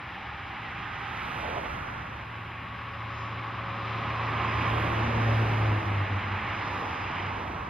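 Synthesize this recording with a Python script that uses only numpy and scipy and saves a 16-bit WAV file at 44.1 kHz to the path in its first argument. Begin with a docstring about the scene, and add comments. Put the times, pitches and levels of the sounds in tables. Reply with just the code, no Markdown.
"""Tyre roar and hiss at a roadside: a motorhome and cars sweep by, then a diesel truck passes close.
Tyres surge and howl on coarse asphalt, treads and gears whine, air rushes round the bodies.
A loose panel rattles on the motorhome; the truck's exhaust drones and drops in pitch as it goes by.
A closely spaced stereo microphone hears the bass in the middle and the roar to the right."""
import sys
import numpy as np
from scipy import signal
from scipy.fft import rfft, irfft, next_fast_len
from scipy.io import wavfile
from scipy.ndimage import uniform_filter1d, map_coordinates

SR = 44100
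rng = np.random.default_rng(int(sys.argv[2]) if len(sys.argv) > 2 else 0)


def pcm_store(signal):
    """Save signal as 16-bit PCM."""
    levels = np.round(np.clip(np.atleast_2d(signal), -1, 1) * 32767)
    wavfile.write(sys.argv[1], SR, levels.astype(np.int16).T)


N = 339481
TIME_S = np.arange(N) / SR
SPEED_M_S, SOUND_M_S = 27, 343
LANE_M = 11  # passing distance of whines, howl and surges

# Noise spectra. Each row: frequency in Hz, relative density in dB.
FAR_TRAFFIC_SPECTRUM = [(35, -32.5), (70, 6.5), (120, 3), (170, 1), (240, -3.5), (400, -18.5)]
TREBLE_HISS_SPECTRUM = [(3000, -20), (6300, -4), (7500, -6), (9000, -1), (11000, .5), (14000, 0),
                        (15500, -4)]
TYRE_ROAR_SPECTRUM = [(300, -23.5), (600, -16.5), (800, 0), (950, 0), (1120, 1.5), (1300, -2.5),
                      (1500, -16.5), (2000, -12), (3000, -41)]
TREAD_HISS_SPECTRUM = [(700, -26), (1200, -2.5), (1600, 0), (2300, -1.5), (2800, -5), (3400, -13.5),
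                       (4200, -35.5)]
SIZZLE_SPECTRUM = [(2400, -9), (3300, 4.5), (3950, 5.5), (4500, -6.5), (4950, -1), (5400, -10), (5900, -12),
                   (6700, -36.5), (8000, -64)]
BODY_RUSH_SPECTRUM = [(50, -12.5), (90, 1), (150, 2), (220, 1.5), (330, 1), (460, -3.5), (640, -2),
                      (850, -4), (1400, -25)]
WAKE_RUMBLE_SPECTRUM = [(15, -11.5), (30, -5), (48, 1), (70, 8), (95, 1.5), (140, 1), (220, -25.5)]
HOWL_SPECTRUM = [(700, -21.5), (860, -2), (985, 12.5), (1050, 8), (1180, 11.5), (1300, -11), (1670, -24)]
# Swells of faint treble hiss. Each row: peak time in seconds, level in dB, rise and fall in seconds.
TREBLE_SWELLS = [(1.34, -67, .27, .33), (1.74, -70.5, .2, .2), (1.6, -77, 1.2, 1.3), (4.4, -75, .7, .4),
                 (4.8, -65.3, .27, .35), (5.36, -65.7, .3, .42), (5.85, -73, .3, .25), (6.6, -77, .9, .9),
                 (6.85, -73, .18, .2), (7.48, -75, .2, .22)]
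# Vehicles; motorhome third, truck and trailer seventh and eighth. Each row: time abreast in seconds,
# reach in metres (distance, more if long), roar, hiss, sizzle, rush and rumble in dB, rightward share.
VEHICLES = [(.29, 24, -47, -48, -60.5, -57, -71, 0.067), (1.219, 19, -44.5, -41.5, -58.5, -55, -57.5, .4),
            (1.58, 10.3, -45, -42.5, -70.5, -44.5, -43, .93),
            (3.38, 14, -47.5, -46.5, -58, -57.5, -66.5, 0.025),
            (4.021, 4.9, -46.5, -45.5, -55.5, -44.5, -69.5, .074),
            (4.38, 6.2, -36, -44.5, -52.5, -43.5, -71, .2), (4.79, 7.7, -42, -37, -56.5, -36.5, -47, .52),
            (5.32, 17.1, -38, -37, -52.5, -35, -40.5, .5), (5.719, 8.1, -41, -40.5, -60, -48, -57, 0.057),
            (6.719, 14.2, -37, -38.5, -55, -42, -56, .45),
            (7.419, 6.1, -42, -41.5, -60.5, -41.5, -46.5, .42),
            (7.8, 12, -43.5, -69.5, -71, -57, -46, 0.55)]
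# Tones of wheels and machinery, by name. Each row: source pitch in Hz, time abreast and peak time in
# seconds, level in dB, rise and fall in seconds, pitch jitter as a share, jitter rate in Hz, waver in dB.
WHINES = {"motorhome tyre whine": (745, 1.9, .55, -51.5, 1.4, 1.1, .032, 110, 3),
          "motorhome tyre whine, close": (805, 1.9, 1.3, -49.5, .6, .6, .04, 110, 3),
          "truck tread": (513, 5.35, 3.9, -52, 1.05, 1.2, .006, 40, 1.8),
          "truck tread octave": (1030, 5.35, 3.6, -47, 1.7, 1.6, .006, 110, 2.5),
          "gear whine, coming": (352, 5.25, 4.1, -55, 1.1, .8, .007, 30, 2.5),
          "trailer tread": (975, 5.35, 4.3, -47, .9, .7, .012, 110, 2.5),
          "motorhome tread ring": (1155, 1.9, .95, -50, .9, .5, .011, 110, 3),
          "gear whine, going": (354, 5.25, 5.75, -45, .2, .17, .014, 60, 3),
          "deep engine, far off": (74.5, 5.1, 3.1, -53.5, 1.0, 1.1, .018, 24, 1),
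          "deep engine, close": (74.5, 5.1, 4.82, -38.5, .72, .62, .024, 24, 1),
          "drive line, front": (216, 5.75, 5.22, -38.5, .22, .25, .014, 60, 2.5),
          "drive line, rear": (213, 5.75, 6.12, -45.5, .18, .16, .025, 60, 3),
          "trailer wheel drone": (232, 5.75, 6.41, -45, .09, .1, .025, 60, 2)}
# Noise bands from single tyre sets and bodies, by name. Each row: peak time in seconds, level in dB,
# rise and fall in seconds, centre in Hz, half-width in octaves.
SURGE_BANDS = {"motorhome tread howl": (1.27, -48, .25, .15, 1320, .12),
               "motorhome tyres, coming": (1.47, -46, .45, .27, 2450, .65),
               "motorhome body whoosh": (1.51, -42, .16, .19, 600, .75),
               "motorhome tyres, going": (1.82, -46, .22, .28, 1400, .4),
               "first car tyres": (2.52, -51.5, .12, .17, 2500, .4),
               "first car sizzle": (3.2, -64.5, .1, .12, 5300, .4),
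               "first car tread howl": (3.45, -51.5, .45, .5, 1200, .17),
               "second car sizzle": (3.9, -54.5, .22, .2, 3200, .5),
               "truck tread roar, coming": (3.9, -53, .9, .8, 760, .12),
               "truck tread howl": (4.63, -38, .1, .12, 1060, .2),
               "truck front tyres": (4.66, -39.8, .22, .27, 2400, .55),
               "truck sizzle": (4.56, -61, .16, .18, 4900, .3),
               "trailer body whoosh": (5.12, -44, .15, .15, 590, .35),
               "trailer sizzle": (5.4, -64, .4, .4, 4900, .25),
               "trailer tyres, going": (5.98, -43.5, .22, .2, 1900, .55),
               "third car tyres": (6.45, -42, .25, .2, 2200, .45),
               "third car sizzle": (6.65, -53.5, .1, .12, 3800, .45),
               "third car body whoosh": (6.75, -46, .12, .2, 500, .6),
               "third car wake": (6.85, -49, .3, .4, 190, .6),
               "last car sizzle": (7.05, -63, .55, .35, 4900, .3),
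               "last car tyres": (7.19, -41.5, .24, .16, 2350, .45)}
# Blows on the loose panel. Each row: start in seconds, level before filtering in dB, ring pitch in Hz.
PANEL_KNOCKS = [(1.387, -28, 1250), (1.447, -36, 720), (1.478, -29.5, 760), (1.489, -32, 850),
                (1.502, -31.5, 650), (1.529, -33, 720), (1.541, -34, 950), (1.562, -28.5, 680),
                (1.57, -27, 780), (1.58, -26, 600), (1.594, -35, 800), (1.622, -35, 680),
                (1.657, -24.5, 1250)]
# The panel's hollow ring. Each row: multiple of its pitch, relative density in dB.
PANEL_RING = [(.3, -14), (.65, -6), (.89, -1), (1, 4), (1.13, -4), (1.5, -9), (2, -10), (3.5, -22)]
# Exhaust envelope. Each row: time in seconds, level before dips in dB.
EXHAUST_LEVELS = [(0, -53), (1.9, -50), (2.2, -45), (2.8, -45.5), (3.3, -41.5), (4, -37.5), (4.6, -33.5),
                  (5.18, -29.5), (5.3, -23.5), (5.5, -26.5), (5.68, -25.5), (5.87, -28.5), (6.05, -26),
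                  (6.14, -27), (6.24, -33), (6.31, -34), (6.39, -42), (6.5, -41), (6.8, -44.5),
                  (7.24, -38.5), (7.45, -45), (7.7, -50)]
# Exhaust overtones. Each row: multiple of the firing rate, level relative to the firing tone in dB.
EXHAUST_OVERTONES = [(1.5, -25), (2, -26), (2.5, -26), (3, -25), (4, -28), (5, -27)]
# Brief dips in the drone as the truck draws away. Each entry: centre in seconds.
DIP_TIMES_S = [5.83, 6.08, 6.22, 6.4, 6.55, 6.64, 6.81, 6.92, 7.13, 7.43, 7.61]
# The microphone's narrow treble ring. Each row: frequency in Hz, gain in dB.
MIC_RESONANCE = [(100, 0), (4000, 0), (4550, -4), (4950, 5), (5400, -2.5), (6000, -4.5), (7000, -14)]
# The microphone's response to sideways sound. Each row: frequency in Hz, gain in dB, lag in radians.
MIC_SIDE_RESPONSE = [(60, -55.5, .3), (141, -42, .6), (254, -16.5, 1), (450, -7, 1), (750, -3, 2.2),
                     (1150, -5.5, 2.65), (1510, -3, 2.8), (2080, -11, 3.1), (3000, -23.5, 1.9),
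                     (4400, 0.5, 1.05), (4960, -5.5, 1.7), (6140, 16, 1.2), (8200, 35, 1.9)]


def undb(db):
    """Decibels to gain."""
    return 10 ** (np.asarray(db) / 20)


def unit(x):
    """Scale to rms 1."""
    return x / np.sqrt(np.mean(x ** 2))


def colour(x, points):
    """Filter by rows of Hz, dB and optional lag in radians; rolls off past both ends."""
    size = next_fast_len(N)
    hz, *columns = np.transpose(points)
    bins_hz = np.maximum(np.arange(size // 2 + 1) * SR / size, 1)
    db, *lag_rad = (np.interp(np.log(bins_hz), np.log(hz), column) for column in columns)
    skirts = np.minimum(bins_hz / hz[0], 1) ** 2 * np.minimum(hz[-1] / bins_hz, 1) ** 6
    return irfft(rfft(x, size) * skirts * undb(db) * np.exp(-1j * sum(lag_rad)), size)[:N]


def noise(spectrum):
    """Coloured noise, rms 1."""
    return unit(colour(rng.standard_normal(N), spectrum))


def walk(rate_hz):
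    """Smooth random drift, rms 1."""
    knots = rng.standard_normal(4096)
    drift = np.interp(TIME_S * rate_hz, np.arange(len(knots)), knots)
    return unit(uniform_filter1d(drift, int(SR / rate_hz / 2)))


def rotation_rad(hz, jitter, rate_hz):
    """Phase of an unsteady rotation."""
    return 2 * np.pi * np.cumsum(hz * (1 + jitter * walk(rate_hz))) / SR


def tone(hz, rms_db, jitter, rate_hz, waver_db):
    """Sine with wavering pitch and level."""
    sine = np.sqrt(2) * np.sin(rotation_rad(hz, jitter, rate_hz))
    return sine * undb(rms_db + waver_db * walk(rate_hz / 2))


def swell_db(peak_s, db, rise_s, fall_s):
    """Rounded swell, 10 dB down rise_s before and fall_s after its peak."""
    offset_s = TIME_S - peak_s
    return db - 10 * (offset_s / np.where(offset_s < 0, rise_s, fall_s)) ** 2


def closeness(abreast_s, reach_m):
    """Closest over present distance: 1 when abreast."""
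    return reach_m / np.hypot(reach_m, SPEED_M_S * (TIME_S - abreast_s))


def doppler(hz, abreast_s, reach_m):
    """Heard pitch: high coming, low going."""
    along_m = SPEED_M_S * (TIME_S - abreast_s)
    return hz / (1 + SPEED_M_S / SOUND_M_S * along_m / np.hypot(along_m, reach_m))


def going_by(x, abreast_s):
    """Doppler-shift a sound by resampling."""
    position = np.cumsum(doppler(0.99, abreast_s, LANE_M))
    return map_coordinates(x, [position], order=3, mode="mirror")


def passing_gain(part, lead_s, falloff, floor_db):
    """Power sum over vehicles; each peaks lead_s before abreast and falls as distance ** -falloff."""
    column = ["roar", "hiss", "sizzle", "rush", "rumble"].index(part)
    power = sum((undb(levels_db[column]) * closeness(abreast_s - lead_s, reach_m) ** falloff) ** 2
                for abreast_s, reach_m, *levels_db, _ in VEHICLES)
    return np.sqrt(power + undb(floor_db) ** 2)


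def rightward(lag_s, focus=2.33):
    """Pull to the right, peaking lag_s after each vehicle is abreast."""
    return sum(share * closeness(abreast_s + lag_s, reach_m) ** focus
               for abreast_s, reach_m, *_, share in VEHICLES)


def flutter(depth_db=.4):
    """Gain flutter that moving air gives tyre noise."""
    return undb(depth_db * walk(36))


def far_traffic(db=-48):
    """Low murmur of distant vehicles."""
    return noise(FAR_TRAFFIC_SPECTRUM) * undb(db + walk(11))


def treble_hiss(floor_db=-78.5):
    """Faint, wide treble hiss that swells as vehicles pass."""
    power = undb(floor_db) ** 2 + sum(undb(swell_db(*swell)) ** 2 for swell in TREBLE_SWELLS)
    stereo = np.array([noise(TREBLE_HISS_SPECTRUM), noise(TREBLE_HISS_SPECTRUM)])
    return stereo * np.sqrt(power) * undb(0.66 * walk(30))


def road_noise():
    """Over far traffic, tyres roar, treads pump hiss ahead, air rushes round bodies and wakes rumble."""
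    sizzle = noise(SIZZLE_SPECTRUM) * passing_gain("sizzle", lead_s=.098, falloff=1.37, floor_db=-70)
    sizzle *= flutter()
    hiss = noise(TREAD_HISS_SPECTRUM) * passing_gain("hiss", lead_s=.27, falloff=1.15, floor_db=-52)
    tread = (hiss + sizzle) * flutter()
    roar = noise(TYRE_ROAR_SPECTRUM) * passing_gain("roar", lead_s=0, falloff=1.25, floor_db=-58.5)
    roar *= flutter()
    rush = noise(BODY_RUSH_SPECTRUM) * passing_gain("rush", lead_s=0, falloff=1.72, floor_db=-52)
    wake = noise(WAKE_RUMBLE_SPECTRUM) * passing_gain("rumble", lead_s=-.061, falloff=1.54, floor_db=-62)
    return tread + roar + rush + wake + far_traffic()


def tyre_howl():
    """The wedge between truck tyre and road beams a howl forwards; it sinks in passing."""
    howl = going_by(noise(HOWL_SPECTRUM), abreast_s=4.95)
    return howl * undb(swell_db(peak_s=4.55, db=-38, rise_s=1.65, fall_s=.7))


def whines():
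    """Tread blocks, gears, shafts and engine sing at nearly even rates, sinking as they pass."""
    out = 0
    for hz, abreast_s, peak_s, db, rise_s, fall_s, *wavering in WHINES.values():
        out += tone(doppler(hz, abreast_s, LANE_M), swell_db(peak_s, db, rise_s, fall_s), *wavering)
    return out


def surges():
    """Tyres beam hiss in narrow lobes and bodies push air aside, so each swells briefly."""
    out = 0
    for peak_s, db, rise_s, fall_s, hz, octaves in SURGE_BANDS.values():
        ratio = 2 ** octaves
        band = noise([(hz / ratio, -12), (hz, 0), (hz * ratio, -12), (hz * ratio ** 2, -36)])
        out += going_by(band, peak_s) * undb(swell_db(peak_s, db, rise_s, fall_s))
    return colour(out, MIC_RESONANCE)


def panel_rattle(decay_s=0.0041):
    """Short, dull blows on a hollow panel, each ringing at its own pitch."""
    out = 0
    for start_s, db, hz in PANEL_KNOCKS:
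        fade = (TIME_S >= start_s) * np.exp(-np.abs(TIME_S - start_s) / decay_s)
        ring = noise([(hz * multiple, ring_db) for multiple, ring_db in PANEL_RING])
        out += undb(db) * unit(fade * ring) * np.sqrt(np.mean(fade ** 2))
    return colour(out, [(100, 4.0), (1500, -3.5), (3000, -5)])


def truck_exhaust(firing_hz=104, growl_rad=.9, dip_db=-14, dip_half_width_s=.031):
    """Muffled diesel: a clean firing tone, with overtones blurred into a growl by unsteady timing."""
    heard_hz = doppler(firing_hz, abreast_s=5.83, reach_m=9.5)
    dips_db = dip_db * sum(np.exp(-((TIME_S - at_s) / dip_half_width_s) ** 2) for at_s in DIP_TIMES_S)
    level_db = np.interp(TIME_S, *np.transpose(EXHAUST_LEVELS)) + dips_db
    phase_rad = rotation_rad(heard_hz, jitter=0.00269, rate_hz=15)
    overtones = sum(undb(db + 3.4 * walk(7.6)) * np.sin(multiple * phase_rad + growl_rad * walk(45))
                    for multiple, db in EXHAUST_OVERTONES)
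    drone = np.sqrt(2) * (np.sin(phase_rad) + overtones) * undb(level_db + .6 * walk(22))
    # After the pass, the bank returns the tone at mixed pitches: a rumble.
    echo_db = swell_db(peak_s=6.45, db=-43.5, rise_s=.5, fall_s=.8) + dips_db / 2
    return drone + tone(heard_hz * 1.12, echo_db, jitter=0.0717, rate_hz=40, waver_db=3)


def scene(far_lean=-0.19, scatter_db=-10, bank_db=-2.5, bank_lag_s=0.29):
    """Direct sound swings right with each vehicle; scatter from bank and trees widens it just after."""
    mid = road_noise() + truck_exhaust() + tyre_howl() + whines() + surges() + panel_rattle()
    scatter_gain = undb(scatter_db) + undb(bank_db) * rightward(bank_lag_s)
    scattered = (road_noise() + tyre_howl() + whines() + surges()) * scatter_gain
    side = colour(mid * (far_lean + rightward(0)) + scattered, MIC_SIDE_RESPONSE)
    return np.array([mid + side, mid - side]) + treble_hiss()


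def record(dry):
    """Steep low-pass at 15 kHz."""
    return signal.sosfilt(signal.ellip(10, .1, 80, 15000, fs=SR, output="sos"), dry)


dry = scene()
out = record(dry)
pcm_store(out)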